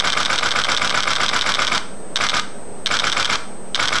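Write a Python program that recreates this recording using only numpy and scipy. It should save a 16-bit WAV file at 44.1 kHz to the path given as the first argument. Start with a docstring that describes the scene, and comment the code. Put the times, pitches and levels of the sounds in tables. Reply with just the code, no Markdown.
"""A small room, a reflex camera close to a small microphone, firing bursts of frames.
Every frame is the same run of contacts: three sharp shutter clicks, then the rattle of mirror return
and rewind, closed by a latch. Springs ping and the winding gears rasp along with it.
A fan hums in the background and the electronics give off a thin whine. The microphone's gain
ducks under the clatter and creeps back in the pauses."""
import sys
import numpy as np
from scipy import signal
from scipy.fft import rfft, irfft, next_fast_len
from scipy.io import wavfile
from scipy.ndimage import uniform_filter1d

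SR = 44100
rng = np.random.default_rng(int(sys.argv[2]) if len(sys.argv) > 2 else 0)


def file_out(sig):
    """Save sig as 16-bit WAV at sys.argv[1]."""
    # one column per channel
    cols = np.atleast_2d(sig).T
    # limit, then scale
    lim = np.clip(cols, -1, 1)
    pcm = np.round(lim * 32767).astype(np.int16)
    wavfile.write(sys.argv[1], SR, pcm)


N = 176400
LEAD = SR // 10   # samples ahead of time zero on the camera's tracks

# Frames, nearly eight a second while the button is held: start_s
FRAME_STARTS = [-.0072, .1219, .2501, .3791, .5077, .638, .7662, .8952, 1.025, 1.1537, 1.2826, 1.4112,
                1.5401, 1.6691, 2.1585, 2.2877, 2.8604, 2.9894, 3.118, 3.2466, 3.7464, 3.8755]
# Contacts within a frame: delay_s, chatter_decay_s, metal_db, housing_db, thud_db
FRAME_CONTACTS = [(.0001, 0.00092, -3, -13, -15), (.0074, .0006, -3, -15, -18),
                  (.0098, 0.0016, -3.5, -5.5, -41), (0.0144, 0.0016, -4.5, -3, -19.5),
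                  (0.0298, .0016, -35, -5, -3.5), (0.043, 0.00067, -36, -9, -10.5),
                  (.048, 0.003, -17, -1.5, -23.5), (0.0523, 0.004, -5.5, -2.5, 3),
                  (.056, 0.0038, -8.5, -4.5, -16), (.061, 0.0034, -15, -7, -1.5),
                  (.065, 0.0017, -14.5, -9, 6), (0.0697, 0.0019, -11, -4, -30),
                  (0.0736, 0.0037, -18, -12, -18), (.0788, .0012, -5.5, -6, -3.5),
                  (0.081, 0.002, -2.5, -1, 2), (0.0844, 0.0028, -5, -10, -14), (.088, 0.0013, -8.5, -5, -4),
                  (.091, 0.0029, -5.5, -4.5, 2), (0.096, .004, -19, -9.5, -3),
                  (.1035, 0.003, -21.5, -6, -14), (.1085, 0.0014, -0.5, -9.5, -12)]
# Resonances of the metal parts: pitch_hz, width_hz, level_db
METAL_MODES = [(1367, 204, -5), (2330, 117, -4.5), (3158, 296, 0), (3444, 300, -0.5), (3752, 520, -3.5),
               (4580, 600, -8), (5464, 820, -10), (6650, 280, -13.5), (7770, 420, -15), (9500, 1900, -51.5)]
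# Resonances of the housing: pitch_hz, width_hz, level_db
HOUSING_MODES = [(538, 147, -6.5), (832, 204, -5), (1077, 265, -1.5), (1280, 180, 1.5), (1533, 92, -1.5),
                 (2117, 210, -4.5), (2360, 233, -3.5), (2730, 1400, -11.5), (5540, 2600, -22.5)]
# Low resonances of the camera's bulk: pitch_hz, width_hz, level_db
THUD_MODES = [(81, 6.1, -1), (120.6, 21.7, 0.89), (231, 81, -0.77), (311, 69, 0.31)]
# Strength of the housing's knock through the scene: time_s, gain_db
HOUSING_GAIN = [(.1, 0), (1.0, 1), (1.7, .3), (2.3, -.7), (3.1, -1.3), (3.9, -1.5)]
# Springs and blades that ring once a frame: delay_s, pitch_hz, level_db, t60_s
SPRING_RINGS = [(0, 3330, -6.5, 0.0096), (0, 3650, -2.5, 0.0081), (.0075, 3470, -12.5, 0.0084),
                (.0075, 3670, -3, 0.012), (.0305, 760, -20.5, 0.036), (.043, 615, -13, 0.014),
                (0.0445, 1320, -12.5, 0.043), (.0515, 2270, -4, .015), (0.053, 1480, -7, .025),
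                (.0478, 9840, -14.5, 0.01), (0.0618, 7370, -7, 0.0086), (.0615, 10900, -23, 0.0088),
                (.063, 650, -14.5, 0.014), (.069, 1471, -13.5, 0.097), (.079, 1345, -9, 0.066),
                (.0838, 10500, -11, 0.0061), (0.0872, 1525, -13, 0.052), (.089, 2351, -18.5, 0.068),
                (.107, 1167, -18, .018)]
# Colour of the room's tail: frequency_hz, gain_db
ROOM_CURVE = [(100, 2), (500, 2), (1300, 3), (2300, -0.5), (3500, -2.5), (5500, -1.5), (8000, 1.5),
              (12000, -3)]
# Colour of the fan's rush of air: frequency_hz, gain_db
FAN_CURVE = [(20, -21), (35, -9), (70, -9.5), (140, -10), (195, -4), (300, -6.5), (450, -4), (700, -8),
             (1100, -17), (1600, -20.5), (2500, -29), (5000, -46.5), (12000, -65)]
# Tones of the fan: pitch_hz, level_db
FAN_TONES = [(194, -44.5), (230, -50), (431, -55.5), (535, -59)]
# Colour of the gears' rasp: frequency_hz, gain_db
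GEAR_CURVE = [(300, -6.5), (1400, 4.5), (2600, -1), (3600, 1.5), (5400, -2.5), (6800, -13), (7800, -10),
              (9000, -14), (12000, -28)]
# Response of the microphone: frequency_hz, gain_db
MIC_CURVE = [(20, -2), (7000, -0.5), (9500, -9), (10800, -7.5), (11600, -11.5), (12400, -38)]

METAL_DB, HOUSING_DB, THUD_DB = 26, 25, 18.5   # gain of each set of resonances
TEMPO_SPREAD, JITTER_S, FORCE_SPREAD_DB = .003, .00012, 1.0   # what changes from frame to frame


def from_db(db):
    return 10 ** (np.asarray(db) / 20)


def rms_one(x):
    return x / np.sqrt(np.mean(x ** 2) + 1e-20)


def coloured(x, curve):
    """Shape a sound by a curve of frequency_hz, gain_db."""
    hz, db = np.transpose(curve)
    size = next_fast_len(2 * len(x))
    bin_hz = np.maximum(np.arange(size // 2 + 1) * SR / size, 1)
    gain = from_db(np.interp(np.log(bin_hz), np.log(hz), db))
    return irfft(rfft(x, size) * gain, size)[:len(x)]


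def drift(rate_hz):
    """A slow random wander with a spread near 1."""
    return np.interp(np.arange(N) / SR * rate_hz, np.arange(N // 100), rng.standard_normal(N // 100))


def add(track, start_s, sound):
    """Lay a sound on a track that begins a little before time zero."""
    i = int(start_s * SR) + LEAD
    track[i:i + len(sound)] += sound


def resonate(x, modes):
    """Parallel resonances with alternating signs."""
    out = 0
    for k, (hz, width_hz, db) in enumerate(modes):
        radius = np.exp(-np.pi * width_hz / SR)
        poles = [1, -2 * radius * np.cos(2 * np.pi * hz / SR), radius ** 2]
        ringing = signal.lfilter([1, 0, -1], poles, x + 1e-18)
        out = out + (-1) ** k * from_db(db) * (1 - radius ** 2) / 2 * ringing
    return out


def chatter(decay_s, count, size=1024, fresh_share=0.19):
    """Dying bursts of tiny impacts, one a frame and much alike, each of unit energy."""
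    fade = np.exp(-np.arange(size) / SR / decay_s)
    common = np.sqrt(1 - fresh_share) * rng.standard_normal(size)
    fresh = np.sqrt(fresh_share) * rng.standard_normal((count, size))
    spectrum = rfft((common + fresh) * fade)
    force = irfft(spectrum / (np.abs(spectrum) + 1e-12)) * np.sqrt(fade)   # even out the spectrum
    return force / np.sqrt(np.sum(force ** 2, axis=1, keepdims=True))


def contacts(stretches, push_s=0.0024):
    """Close up, each contact chatters into metal and housing and gives the camera's bulk a soft push."""
    metal, housing, bulk = np.zeros((3, N + SR))
    t = np.arange(512) / SR
    push = np.sin(np.pi * np.minimum(t / push_s, 1)) ** 2
    push /= push.sum()
    for delay_s, decay_s, metal_db, housing_db, thud_db in FRAME_CONTACTS:
        bursts = chatter(decay_s, len(FRAME_STARTS))
        for start_s, stretch, burst in zip(FRAME_STARTS, stretches, bursts):
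            hit_s = start_s + delay_s * stretch + JITTER_S * rng.standard_normal()
            blows = (metal, burst, metal_db), (housing, burst, housing_db), (bulk, push, thud_db)
            for track, force, db in blows:
                add(track, hit_s, force * from_db(db + FORCE_SPREAD_DB * rng.standard_normal()))
    time_s = (np.arange(N + SR) - LEAD) / SR
    housing *= from_db(np.interp(time_s, *np.transpose(HOUSING_GAIN)))
    click = from_db(METAL_DB) * resonate(metal, METAL_MODES)
    knock = from_db(HOUSING_DB) * resonate(housing, HOUSING_MODES)
    thud = from_db(THUD_DB) * resonate(bulk, THUD_MODES)
    return click + knock + thud


def springs(stretches, attack_s=0.00026, pitch_spread=0.0046):
    """Springs and blades ping briefly as they are released."""
    out, t = np.zeros(N + SR), np.arange(SR // 10) / SR
    for delay_s, hz, db, t60_s in SPRING_RINGS:
        envelope = (1 - np.exp(-t / attack_s)) * from_db(-60 * t / t60_s)
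        for start_s, stretch in zip(FRAME_STARTS, stretches):
            force, detune, late = rng.standard_normal(3)
            ping = envelope * np.sin(2 * np.pi * hz * (1 + pitch_spread * detune) * t)
            release_s = start_s + delay_s * stretch + JITTER_S * late
            add(out, release_s, from_db(db + FORCE_SPREAD_DB * force) * ping)
    return out


def room(x, t60_s=0.36, delay_s=0.0014, gain_db=-8):
    """The small room's diffuse tail, reaching the microphone just after the direct sound."""
    t = np.arange(SR // 2) / SR
    tail = rng.standard_normal(len(t)) * from_db(-60 * t / t60_s) * (t > delay_s)
    tail = coloured(tail / np.sqrt(np.sum(tail ** 2)), ROOM_CURVE)
    return from_db(gain_db) * signal.fftconvolve(x, tail)[:len(x)]


def fan(air_db=-35.5, waver_db=3, wander_rad=1.4):
    """A fan in the background: a soft rush of air with a few wavering tones."""
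    t = np.arange(N) / SR
    hum = np.zeros(N)
    for hz, db in FAN_TONES:
        amplitude = np.sqrt(2) * from_db(db + waver_db * drift(29))
        hum += amplitude * np.sin(2 * np.pi * hz * t + wander_rad * drift(14))
    air = rms_one(coloured(rng.standard_normal(N), FAN_CURVE))
    return hum + from_db(air_db) * air


def whine(carrier_hz=8204.8, width_hz=700, gain_db=-37, slip_hz=29.97, slip_turns=.33, slip_at_s=.0098):
    """The electronics' thin tone, its phase slipping thirty times a second."""
    t = np.arange(N) / SR
    sawtooth = (t - slip_at_s) * slip_hz % 1
    tone = np.sin(2 * np.pi * (carrier_hz * t + slip_turns * sawtooth))
    return resonate(tone, [(carrier_hz, width_hz, gain_db)])


def gears(delay_s=0.049, run_s=0.072, level_db=-20, grain_db=4):
    """The teeth of the winding gears rasp unevenly through the later part of each frame."""
    running = np.zeros(N + SR)
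    for start_s in FRAME_STARTS:
        add(running, start_s + delay_s, signal.windows.tukey(int(run_s * SR), .3))
    teeth = rng.standard_normal(N + SR) * from_db(grain_db * rng.standard_normal(N + SR))
    return from_db(level_db) * running * rms_one(coloured(teeth, GEAR_CURVE))


def gain_control(x, threshold_db=-18, slope=0.53, attack_s=0.0043, release_db_per_s=29.5):
    """The automatic gain ducks quickly under the clatter and creeps back in the pauses."""
    level_db = 10 * np.log10(np.abs(uniform_filter1d(x ** 2, size=128)) + 1e-12)
    wanted_cut_db = slope * np.maximum(level_db - threshold_db, 0)
    release_db = release_db_per_s * np.arange(N) / SR
    held_cut_db = np.maximum.accumulate(wanted_cut_db + release_db) - release_db
    pole = np.exp(-1 / (attack_s * SR))
    return x * from_db(-signal.lfilter([1 - pole], [1, -pole], held_cut_db))


def scene(hiss_db=-48.5):
    """The camera close by in its room, over fan, whine and hiss."""
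    stretches = 1 + TEMPO_SPREAD * rng.standard_normal(len(FRAME_STARTS))   # each frame's time scale
    camera = contacts(stretches) + springs(stretches) + gears()
    hiss = from_db(hiss_db) * rng.standard_normal(N)
    camera_in_room = (camera + room(camera))[LEAD:LEAD + N]
    return (camera_in_room + fan() + whine() + hiss)[None]


def record(dry, peak_limit=.8, cutoff_hz=13000, dc_offset=.06):
    """One small microphone with gain control, a dull top, rounded peaks and a steady offset."""
    heard = coloured(gain_control(dry[0]), MIC_CURVE)
    rounded = heard / (1 + (heard / peak_limit) ** 6) ** (1 / 6)
    lowpass = signal.cheby2(14, 60, cutoff_hz, fs=SR, output="sos")
    return signal.sosfilt(lowpass, rounded)[None] + dc_offset


dry = scene()
out = record(dry)
file_out(out)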